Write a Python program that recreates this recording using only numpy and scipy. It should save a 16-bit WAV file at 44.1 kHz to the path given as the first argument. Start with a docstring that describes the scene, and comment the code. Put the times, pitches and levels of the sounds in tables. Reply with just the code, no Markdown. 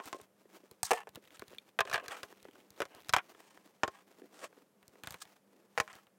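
"""Camera gear knocks down on a wooden desk, close to one microphone in a quiet, dry room.
A camera is nudged; a handle, a power supply, a charger, a lens, memory cards and a battery land edge by
edge, ring briefly under the hand and stick and slip into place. Leads creak and a plug clinks. Between
landings, sleeves brush a padded bag and handled gear bumps dully. Faint ventilation lies behind it all."""
import sys
import numpy as np
from scipy import signal
from scipy.fft import rfft, irfft, next_fast_len
from scipy.io import wavfile
from scipy.ndimage import uniform_filter1d, minimum_filter1d

SR = 44100
rng = np.random.default_rng(int(sys.argv[2]) if len(sys.argv) > 2 else 0)


def pcm_store(signal):
    """Save signal as 16-bit PCM."""
    levels = np.round(np.clip(np.atleast_2d(signal), -1, 1) * 32767)
    wavfile.write(sys.argv[1], SR, levels.astype(np.int16).T)


N = 272877
TIME = np.arange(N) / SR
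BLOW_SPAN_S, TOP_HZ = .01, 16100


# Gear landing close to the microphone. In all knocks and strokes, level is that of 700-3500 Hz;
# body (below) and click or hiss (above) are relative to it.
# Blows (time [s], level [dB], body [dB], click [dB]); modes on the desk (pitch [Hz], level [dB], t60 [s])
CHARGER_KNOCKS = [(2.8037, -37, 5, -8.5), (2.8195, -34, -2.5, -12), (2.8539, -53, 0.5, -3.5),
                  (3.0935, -40, -8, 3), (3.1359, -18, -17.5, -10.5), (3.1645, -24.5, -13, -12),
                  (3.1844, -35, -23, -17)]
CHARGER_MODES = [(740, -4, 0.12), (994, -2, 0.11), (1130, -2.5, 0.079), (1293, 12.5, 0.025),
                 (2044, 2, 0.031), (2396, 5.5, 0.024), (2700, -4.5, 0.03), (3190, -1, 0.015),
                 (3960, -16.5, 0.031), (6100, -22, 0.023)]
# Colour of the dense, quickly damped modes (frequency [Hz], gain [dB])
CHARGER_COLOUR = [(88, -46), (150, -23), (226, -27), (383, -14.5), (578, -10.5), (730, -7), (888, -4),
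                  (1100, 1.5), (1290, -9.5), (1390, 0.5), (3350, -10.5), (4410, -28.5), (5150, -23),
                  (10800, -36.5), (16000, -45)]
def charger():
    """The charger touches down, then lands with the hardest knock of all."""
    return knocks(CHARGER_KNOCKS, CHARGER_MODES, CHARGER_COLOUR, mode_db=-2.5, contact_db=-2.5,
                  ring_t60=0.043, grip_t60=0.26, treble_life=0.69, thump_db=-13.5)


# The handle on the desk; columns as for the charger
HANDLE_KNOCKS = [(0.8312, -34.5, -18.5, 3.5), (0.9078, -27.5, -7, -13), (0.913, -25, -3.5, -8),
                 (0.9166, -29.5, 3, -18), (0.933, -32, -0.5, -11), (1.0041, -48.5, -27, -14),
                 (1.0711, -49.5, 0, -19.5)]
HANDLE_MODES = [(422, 0, 0.06), (464, -8.5, .11), (491, -1, .09), (723, -1, 0.088), (736, 0, 0.068),
                (824, -12, 0.072), (1140, -5.5, 0.058), (1310, -14.5, 0.05), (1740, -6, 0.066),
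                (2660, -10, 0.027), (8200, -11.5, 0.024)]
HANDLE_COLOUR = [(120, -23.5), (250, -22), (370, -19.5), (460, -0.5), (600, -6), (760, 1), (1000, -5.5),
                 (1500, -11.5), (2400, -13), (3600, -22.5), (6500, -21), (9000, -22.5), (16000, -35)]
def handle():
    """The handle's edges strike the wood in a quick cluster."""
    return knocks(HANDLE_KNOCKS, HANDLE_MODES, HANDLE_COLOUR, mode_db=-4, contact_db=-4,
                  ring_t60=0.036, grip_t60=0.12, treble_life=0.67, thump_db=-18)


# Strokes on the wood (peak [s], rise [s], fall [s], level [dB], body [dB], hiss [dB])
HANDLE_SLIDES = [(0.952, 0.016, 0.033, -38.5, -8.5, -6), (0.99, 0.03, 0.049, -41.5, -13, -18.5)]
def handle_slide():
    """The handle judders into place; friction rings its modes."""
    return rubbing(HANDLE_SLIDES, HANDLE_MODES, HANDLE_COLOUR, mode_db=4,
                   slips_per_s=2400, spread_db=4, edge_db=-13.5, judder_db=5.5)


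# The power supply on the desk; columns as for the charger
SUPPLY_KNOCKS = [(1.7894, -26.5, -8, -14), (1.806, -25.5, -10.5, -10), (1.8521, -51.5, 4, -3),
                 (1.8745, -45.5, -15, -15), (1.898, -45.5, -18, -3.5), (1.9136, -40.5, -9, -9),
                 (1.9293, -33.5, -13, -15), (1.9358, -45, -17, 6.5), (1.9425, -28, -19, -10),
                 (1.9575, -32.5, -14, -13.5), (1.9782, -37.5, -6.5, -17), (1.9987, -46, -15, -18),
                 (2.0603, -52.5, -2, -5), (2.0821, -44.5, -22, -1), (2.2314, -43.5, -5, -2)]
SUPPLY_MODES = [(401, -3.5, 0.066), (685, -6.5, 0.094), (804, -14, 0.11), (1048, -6, 0.27),
                (1283, -3.5, 0.048), (1480, -6, 0.017), (1710, -0.5, 0.045), (2520, -6, 0.024),
                (3330, -19, 0.051), (4323, -23, 0.011)]
SUPPLY_COLOUR = [(88, -59), (150, -16.5), (270, -25), (398, -6.5), (578, -3), (662, 4), (821, -9),
                 (1190, -2), (1360, -11.5), (1600, 1.5), (2180, -11.5), (2500, -4), (4670, -27),
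                 (5570, -28.5), (16000, -47)]
def power_supply():
    """The power supply lands on two edges and clatters as it settles."""
    return knocks(SUPPLY_KNOCKS, SUPPLY_MODES, SUPPLY_COLOUR, mode_db=-6.5, contact_db=-8,
                  ring_t60=0.032, grip_t60=0.18, treble_life=0.68, thump_db=-15)


# The lens on the desk; columns as for the charger
LENS_KNOCKS = [(3.8339, -25, -6, -14.5), (3.8785, -39.5, -1.5, -10)]
LENS_MODES = [(386, -12, 0.1), (440, -28, 0.015), (622, -11, .06), (797, -11, 0.063), (1060, -4, 0.12),
              (1120, 2, 0.03), (1315, -13, 0.017), (1770, 4, 0.01), (2470, -17, 0.0355), (5030, -19, 0.035)]
LENS_COLOUR = [(150, -13), (280, -9), (376, 4.5), (550, -2), (850, 2), (1100, 1.5), (1400, 1), (1750, -2),
               (2400, -9), (3200, -9), (4200, -26), (5000, -23), (7000, -23.5), (16000, -61)]
def lens():
    """The lens meets the wood with one firm knock and a lighter one."""
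    return knocks(LENS_KNOCKS, LENS_MODES, LENS_COLOUR, mode_db=-3.5, contact_db=-6,
                  ring_t60=0.036, grip_t60=0.33, treble_life=0.8, thump_db=-6)


# The battery on the desk; columns as for the charger
BATTERY_KNOCKS = [(5.7772, -29, -6.5, -16), (5.7832, -39.5, -6, -5.5), (5.8009, -25, -11, -10),
                  (5.8779, -49, -22, -14), (5.9302, -65.5, -11, 6)]
BATTERY_MODES = [(460, -6, 0.16), (625, -8, 0.27), (1051, 0.5, 0.14), (1704, -5.5, 0.049),
                 (2130, -12.5, 0.033), (2260, 1, 0.062), (3240, -10, 0.04), (3160, -16, 0.031),
                 (4670, 0, 0.026), (5420, -11, 0.041)]
BATTERY_COLOUR = [(88, -45), (150, -13), (291, -15), (484, 2), (601, -6.5), (805, 1.5), (905, -8),
                  (1170, -5), (1360, -4), (1870, -2.5), (2100, -12), (2360, -5), (3420, -16.5),
                  (6640, -15.5), (16000, -36)]
def battery():
    """The battery clacks down edge by edge."""
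    return knocks(BATTERY_KNOCKS, BATTERY_MODES, BATTERY_COLOUR, mode_db=-9.5, contact_db=2,
                  ring_t60=0.036, grip_t60=0.27, treble_life=0.84, thump_db=-12)


# The camera on the desk; columns as for the charger
CAMERA_KNOCKS = [(0.0009, -42.5, -7.5, -26), (0.1291, -38.5, -10.5, -11), (0.1459, -54, 9.5, -11),
                 (0.1994, -58.5, 3.5, -25)]
CAMERA_MODES = [(291, -22, .09), (510, -5, 0.029), (690, 0.5, 0.043), (1062, -1.5, 0.15), (1530, -9, 0.041)]
CAMERA_COLOUR = [(88, -33), (150, -11), (391, 6), (566, -2.5), (905, -9), (1190, -19), (1290, -13),
                 (1420, -18.5), (7770, -26), (16000, -51)]
def camera():
    """Nudged, the camera knocks softly on the wood."""
    return knocks(CAMERA_KNOCKS, CAMERA_MODES, CAMERA_COLOUR, mode_db=-8.5, contact_db=4.5,
                  ring_t60=0.039, grip_t60=0.18, treble_life=0.62, thump_db=-14)


# Handling strokes (peak [s], rise [s], fall [s], level [dB], body [dB], hiss [dB])
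HANDLING_RUBS = [(0.045, 0.027, 0.069, -53.5, -34, -3.5), (0.165, 0.041, 0.085, -67, 8.5, 0),
                 (0.855, 0.016, 0.02, -51, -34, 14), (0.88, 0.037, 0.047, -51.5, -28, 0),
                 (1.357, 0.027, 0.0088, -58.5, -20, -2), (1.885, 0.023, 0.074, -51, 0.5, -11.5),
                 (1.95, 0.016, 0.026, -34.5, -8.5, -18), (2.0, 0.028, 0.24, -56.5, 3.5, -33),
                 (2.13, 0.049, 0.082, -43.5, -12.5, -11.5), (2.95, 0.051, 0.065, -55.5, -6.5, -34),
                 (3.187, 0.017, 0.025, -41, -13, -27), (3.44, 0.18, 0.25, -67, -17, -4.5),
                 (3.945, 0.024, 0.077, -57.5, -17, -11.5), (4.245, 0.03, 0.029, -78, 20, -22),
                 (4.4, 0.081, 0.087, -58, -5, -2.5), (4.44, 0.03, 0.032, -45.5, -1.5, -6),
                 (5.085, 0.055, 0.12, -58.5, -19, -2), (5.222, 0.022, 0.016, -50.5, -33.5, 3),
                 (5.89, 0.02, 0.13, -54.5, -15.5, -15)]
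# Desk modes (pitch [Hz], level [dB], t60 [s]); friction colour (frequency [Hz], gain [dB])
DESK_MODES = [(480, -2.5, .06), (526, -6.5, .05), (784, -6, 0.096), (1105, -0.5, 0.04), (1309, 1, 0.028),
              (1650, 0, 0.043), (1820, -3.5, 0.038), (2360, -5, 0.011)]
RUB_COLOUR = [(88, -44), (150, -14.5), (566, 6.5), (888, -3), (1190, -3), (1760, -9), (4240, -6.5),
              (5150, -6.5), (6510, -6.5), (8900, -5.5), (10000, -15), (14500, -18.5), (16000, -21)]
def handling_rubs():
    """Short rubs, scuffs and soft swells of handled gear."""
    return rubbing(HANDLING_RUBS, DESK_MODES, RUB_COLOUR, mode_db=-9,
                   slips_per_s=3500, spread_db=2.5, edge_db=-14, judder_db=3.5)


# Light touches, heard close (time [s], level [dB], click [dB]); modes and colour as for the charger
PLASTIC_TICKS = [(0.057, -60.5, 7), (0.2143, -69.5, 12.5), (0.7127, -70, 12.5), (1.0914, -64, 4.5),
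                 (1.1497, -62.5, 3.5), (1.1573, -52, 2.5), (1.3949, -56, 4), (1.4813, -67.5, 10),
                 (2.4288, -70, 10), (2.7051, -73, 16), (2.9492, -67.5, 9.5), (3.0858, -58.5, 4.5),
                 (3.1274, -60, 6.5), (4.8288, -64.5, -5), (4.8803, -72.5, 14), (5.036, -48.5, -2.5),
                 (5.0446, -54, -9), (5.0728, -43.5, -0.5), (5.1074, -54, 6.5), (5.1232, -56, 2.5),
                 (5.143, -47.5, -7), (5.2535, -61.5, -4.5), (5.9535, -64, 3.5), (6.0691, -66.5, -6)]
PLASTIC_MODES = [(1520, -6, 0.036), (2210, 19, 0.042), (3020, -3, 0.055), (4370, -21, 0.0078),
                 (8570, -7, 0.032)]
PLASTIC_COLOUR = [(88, -38), (150, 1), (406, -7.5), (745, 5.5), (2920, 4.5), (3490, -1), (4580, -15.5),
                  (5050, -18.5), (7040, -17), (16000, -19.5)]
def plastic_ticks(body_db):
    """Plastic touches plastic, every tick equally thin."""
    ticks = [(s, db, body_db, click_db) for s, db, click_db in PLASTIC_TICKS]
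    return knocks(ticks, PLASTIC_MODES, PLASTIC_COLOUR, mode_db=-18.5, contact_db=-0.5,
                  ring_t60=0.055, grip_t60=0.15, treble_life=0.25, thump_db=-8.5)


# The plug's pins (pitch [Hz], level [dB], t60 [s])
PLUG_MODES = [(2400, -10.5, 0.045), (3200, -4, 0.018), (3570, 0, 0.018), (4370, -16, 0.047)]
def plug(at_s, db, contact_db, grip_t60):
    """A plug swings against the power supply: a sharp contact and the short ring of the pins."""
    track, t = np.zeros(N), TIME[:SR // 10]
    pins = unit(ring(PLUG_MODES, t) * fade(t, grip_t60))
    contact = amp(contact_db) * unit(band(1. * (t == 0), 2000, TOP_HZ))
    add(track, at_s, amp(db) * np.sqrt(BLOW_SPAN_S * SR) * unit(pins + contact))
    return track


# Soft bumps (time [s], level [dB], body [dB]); modes and colour as for the charger
SOFT_BUMPS = [(0.455, -75.5, 17.5), (0.6341, -76, 19.5), (0.7132, -66.5, 11.5), (1.1734, -71.5, 22),
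              (1.4211, -47.5, 1.5), (1.5306, -61, 7), (2.3259, -58, 1), (2.4525, -57, 6.5),
              (2.4851, -61, 8.5), (2.5559, -60.5, 0), (3.3482, -60, -0.5), (3.5747, -57.5, -4.5),
              (4.2186, -65.5, 16), (4.24, -73, 20.5), (4.5276, -65, 0), (4.5724, -69.5, 10.5),
              (4.9558, -64.5, 0)]
BUMP_MODES = [(213, -3, 0.061), (287, -8.5, 0.069), (382, -2, 0.035), (403, -5, 0.13), (478, -1, 0.045),
              (980, 1, 0.016)]
BUMP_COLOUR = [(88, -44), (150, -8.5), (368, -0.5), (905, -6), (1760, -4.5), (2450, -15), (3420, -21),
               (4320, -61), (4760, -40), (16000, -52)]
def soft_bumps(click_db):
    """Dull bumps and knocks of gear being handled."""
    bumps = [(s, db, body_db, click_db) for s, db, body_db in SOFT_BUMPS]
    return knocks(bumps, BUMP_MODES, BUMP_COLOUR, mode_db=-4.5, contact_db=-7.5,
                  ring_t60=0.014, grip_t60=0.18, treble_life=1, thump_db=-8)


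# Leads gathered, lifted and let go at the desk (start [s], end [s], level [dB])
CABLE_MOVES = [(1.239, 1.449, -67.5), (1.465, 1.62, -68.5), (1.624, 1.724, -77), (1.857, 2.053, -68.5),
               (2.281, 2.621, -71.5), (2.75, 2.816, -73), (2.884, 3.084, -69)]
# Their plastic sheath (frequency [Hz], gain [dB])
SHEATH_COLOUR = [(200, -19.5), (900, -8), (2200, -2), (3400, -2), (4800, -12), (7000, -14), (16000, -15)]
def cables(taps_per_s, spread_db, tap_t60, flex_db):
    """Coiled leads creak and tap against each other; every tap is its own short burst."""
    track, t = np.zeros(N), TIME[:SR // 30]
    for start, end, db in CABLE_MOVES:
        taps = grains(int((end - start) * SR), taps_per_s, spread_db)
        envelope = signal.fftconvolve(np.abs(taps), fade(t, tap_t60))
        bursts = envelope * rng.standard_normal(len(envelope))
        add(track, start, level(colour(bursts, SHEATH_COLOUR), db))
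        add(track, start, level(band(taps, 76, 150), db + flex_db))  # faint bass under each tap
    return track


# A sleeve sweeping past the bag or desk, before the band gains
# (fastest at [s], speeding up [s], slowing down [s], level [dB], body re level [dB])
ARM_REACHES = [(0.1, .2, 0.19, -61.5, -5), (0.58, 0.25, 0.27, -69, 1.5), (1.25, 0.22, 0.38, -68.5, -0.5),
               (1.56, 0.17, 0.23, -69.5, 2.5), (2.26, 0.47, .16, -65, -2.5), (2.54, 0.21, 0.15, -72, 6.5),
               (2.94, 0.43, 0.72, -70, 0), (3.3, .16, 0.21, -70, -3), (3.599, 0.2, .26, -70, 0.5),
               (3.941, 0.27, .18, -70.5, -2.5), (4.28, 0.27, 0.2, -70, 4), (4.549, 0.068, 0.15, -71.5, 5),
               (4.98, .22, .16, -70.5, 6.5), (5.22, 0.17, 0.25, -67, -12), (5.55, 0.095, 0.22, -75.5, 10),
               (5.9, 0.27, 0.2, -65, -6)]
# The fibres (frequency [Hz], gain [dB])
CLOTH_COLOUR = [(100, -21), (200, -2.5), (300, 5.5), (500, -0.5), (900, -3.5), (1600, -9), (3300, -12.5),
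                (6000, -15), (9000, -20), (16000, -20.5)]
def cloth(body_gain_db, rustle_gain_db, hiss_gain_db, flutter_db, speed_power):
    """Fibres catch and let go as a sleeve brushes the padding, louder the faster the arm moves."""
    friction, weight = np.zeros(N), np.zeros(N)
    for fastest, rise, fall, db, body_db in ARM_REACHES:
        speed = np.sin(np.pi / 2 * np.interp(TIME, [fastest - rise, fastest, fastest + fall], [0, 1, 0]))
        stroke = amp(db) * speed ** speed_power
        friction = np.hypot(friction, stroke)
        weight = np.hypot(weight, amp(body_db) * stroke)
    fibres = colour(grains(N, 1200, 5.2) + amp(-1.5) * rng.standard_normal(N), CLOTH_COLOUR)
    body = level(band(fibres, 200, 500), body_gain_db) * weight
    rustle = level(band(fibres, 640, 3100), rustle_gain_db) * friction
    hiss = level(band(fibres, 5000, 28000), hiss_gain_db) * friction
    return (body - rustle + hiss) * amp(flutter_db * walk(55))  # the sign keeps the crossovers in phase


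def walls(x, wet_db, t60):
    """This close, the walls add only a faint, dull tail to the direct sound."""
    t = TIME[:SR // 2]
    tail = band(rng.standard_normal(len(t)), 180, 4500) * fade(t, t60) * (1 - fade(t, 0.038))
    return x + amp(wet_db) * signal.fftconvolve(x, unit(tail))[:N]


# The quiet room at the microphone (frequency [Hz], gain [dB])
ROOM_COLOUR = [(25, -34.5), (50, -30), (80, -18.5), (120, -6.5), (190, -2), (250, -4), (320, -4),
               (510, -0.5), (800, -10), (1300, -13), (2000, -17.5), (4000, -23.5), (13000, -23.5),
               (16000, -29)]
def room_tone(air_db, duct_db):
    """Steady ventilation with a faint duct resonance, and microphone hiss."""
    air = level(colour(rng.standard_normal(N), ROOM_COLOUR), air_db)
    return air + level(band(rng.standard_normal(N), 188, 206), duct_db)


def knocks(blows, modes, dense_colour, mode_db, contact_db, ring_t60, grip_t60, treble_life, thump_db):
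    """Each blow: a contact click, dense case and desk modes, and clear modes damped by the hand."""
    track, t = np.zeros(N), TIME[:SR // 6]
    impulse = 1. * (t == 0)
    thump = unit(band(impulse, 66, 150)) * np.sqrt(BLOW_SPAN_S * SR)
    for s, db, body_db, click_db in blows:
        t60 = ring_t60 * amp(-.22 * click_db)  # bright, glancing contacts ring shorter
        low, high = rng.standard_normal((2, len(t)))
        dense = band(low, 130, 1900) * fade(t, t60)
        dense += band(high, 1800, 18000) * fade(t, t60 * treble_life)
        case = unit(colour(unit(dense) + amp(contact_db) * impulse, dense_colour))
        clear = unit(ring(modes, t) * fade(t, grip_t60))
        blow = balance(band(case + amp(mode_db) * clear, 190, 20000), db, body_db, click_db, BLOW_SPAN_S)
        # a faint low thump follows each click, louder with sharper clicks
        add(track, s, blow + amp(db + click_db + thump_db) * thump)
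    return track


def rubbing(strokes, modes, rub_colour, mode_db, slips_per_s, spread_db, edge_db, judder_db):
    """Strokes of stick and slip that swell and ebb, ringing the given modes."""
    track, judder = np.zeros(N), walk(160)
    for peak, rise, fall, db, body_db, hiss_db in strokes:
        rise, fall = np.maximum([rise, fall], BLOW_SPAN_S)
        t = TIME[:int((rise + fall) * SR)]
        slips = grains(len(t), slips_per_s, spread_db) + amp(-8) * rng.standard_normal(len(t))
        slips *= amp(judder_db * np.interp(peak + t, TIME, judder))  # the grip catches and lets go
        rung = signal.fftconvolve(slips, ring(modes, TIME[:SR // 10]))[:len(t)]
        rub = unit(colour(slips, rub_colour)) + amp(mode_db) * unit(rung)
        pressure = amp(np.interp(t, [0, rise, rise + fall], [edge_db, 0, edge_db]))
        pressure *= signal.windows.tukey(len(t), .15)
        add(track, peak - rise, pressure * balance(rub, db, body_db, hiss_db, len(t) / SR))
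    return track


def ring(modes, t, scatter_db=0.5, detune=.004):
    """Decaying modes; each contact excites them in other shares. Small things radiate no bass."""
    hz, db, t60 = np.transpose(modes)[:, :, None]
    share, shift, side = rng.standard_normal((len(modes), 3)).T[:, :, None]
    strength = np.sign(side) * amp(db + scatter_db * share)
    swing = np.cos(2 * np.pi * hz * (1 + detune * shift) * t)
    return band(np.sum(strength * fade(t, t60) * swing, axis=0), 240, TOP_HZ)


def grains(count, per_s, spread_db):
    """Tiny slips at random moments, a few much larger than the rest."""
    happens = rng.random(count) < per_s / SR
    sizes = amp(spread_db * np.minimum(rng.exponential(size=count), 3))
    return level(happens * sizes * rng.choice([-1, 1], count) + 1e-9, 0)


def walk(per_s):
    """Smooth random wander with a spread near one."""
    hold = int(SR / per_s)
    steps = np.repeat(rng.standard_normal(N // hold + 1), hold)[:N]
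    return level(uniform_filter1d(steps, hold), 0)


def balance(x, db, body_db, treble_db, span_s):
    """Set body, middle and treble to their levels, as rms over span_s."""
    power = 2 * np.abs(rfft(x)) ** 2 / len(x) / (span_s * SR)
    hz = np.arange(len(power)) * SR / len(x)
    present_db = 10 * np.log10(np.histogram(hz, (200, 700, 3500, 16000), weights=power)[0])
    body, middle, treble = db + np.array([body_db, 0, treble_db]) - present_db
    return colour(x, [(550, body), (850, middle), (3000, middle), (4200, treble)])


def colour(x, points, size=4096):
    """Causal filter through (Hz, dB) points, built from the cepstrum of the gain."""
    n = 2 * next_fast_len((len(x) + size) // 2)
    hz, db = np.transpose(points)
    grid = np.maximum(np.arange(n // 2 + 1) * SR / n, 1)
    cepstrum = irfft(np.log(amp(np.interp(np.log(grid), np.log(hz), db))), n)
    cepstrum[1:n // 2] *= 2
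    cepstrum[n // 2 + 1:] = 0
    return irfft(rfft(x, n) * np.exp(rfft(cepstrum)), n)[:len(x)]


def band(x, low_hz, high_hz):
    """Butterworth band-pass."""
    edges = [low_hz, min(high_hz, SR / 2 - 1)]
    return signal.sosfilt(signal.butter(2, edges, "band", fs=SR, output="sos"), x)


def amp(db):
    """Decibels to gain."""
    return 10 ** (np.asarray(db) / 20)


def unit(x):
    """Scale to an energy of one."""
    return x / np.sqrt(np.sum(x ** 2))


def level(x, db):
    """Scale to an rms level."""
    return unit(x) * np.sqrt(len(x)) * amp(db)


def fade(t, t60):
    """Decay by 60 dB in t60 seconds."""
    return np.exp(-np.log(1000) * t / t60)


def add(track, s, sound):
    """Mix a sound into the track at a time."""
    start = max(int(s * SR), 0)
    track[start:start + len(sound)] += sound[:N - start]


def scene():
    """Gear, cloth and room at one microphone close to the desk."""
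    gear = camera() + handle() + power_supply() + charger() + lens() + battery()
    gear += plastic_ticks(body_db=-7.5) + soft_bumps(click_db=-14.5)
    gear += handle_slide() + handling_rubs()
    gear += plug(at_s=1.5843, db=-45, contact_db=-16, grip_t60=0.051)
    gear += cables(taps_per_s=240, spread_db=5.5, tap_t60=0.0066, flex_db=-16)
    sleeves = cloth(body_gain_db=-4.5, rustle_gain_db=-2.5, hiss_gain_db=-6,
                    flutter_db=4.5, speed_power=1.23)
    return (walls(gear + sleeves, wet_db=-34.5, t60=0.12) + room_tone(air_db=-72.5, duct_db=-77.5))[None]


def record(dry):
    """A fast limiter holds the hardest knocks at its ceiling; the recorder cuts the top."""
    ceiling, window = amp(-12), 45  # window in samples, about 1 ms
    needed = ceiling / np.maximum(np.abs(dry), ceiling)
    gain = uniform_filter1d(minimum_filter1d(needed, window), window)
    return signal.sosfilt(signal.ellip(10, .2, 70, TOP_HZ, fs=SR, output="sos"), dry * gain)


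dry = scene()
out = record(dry)
pcm_store(out)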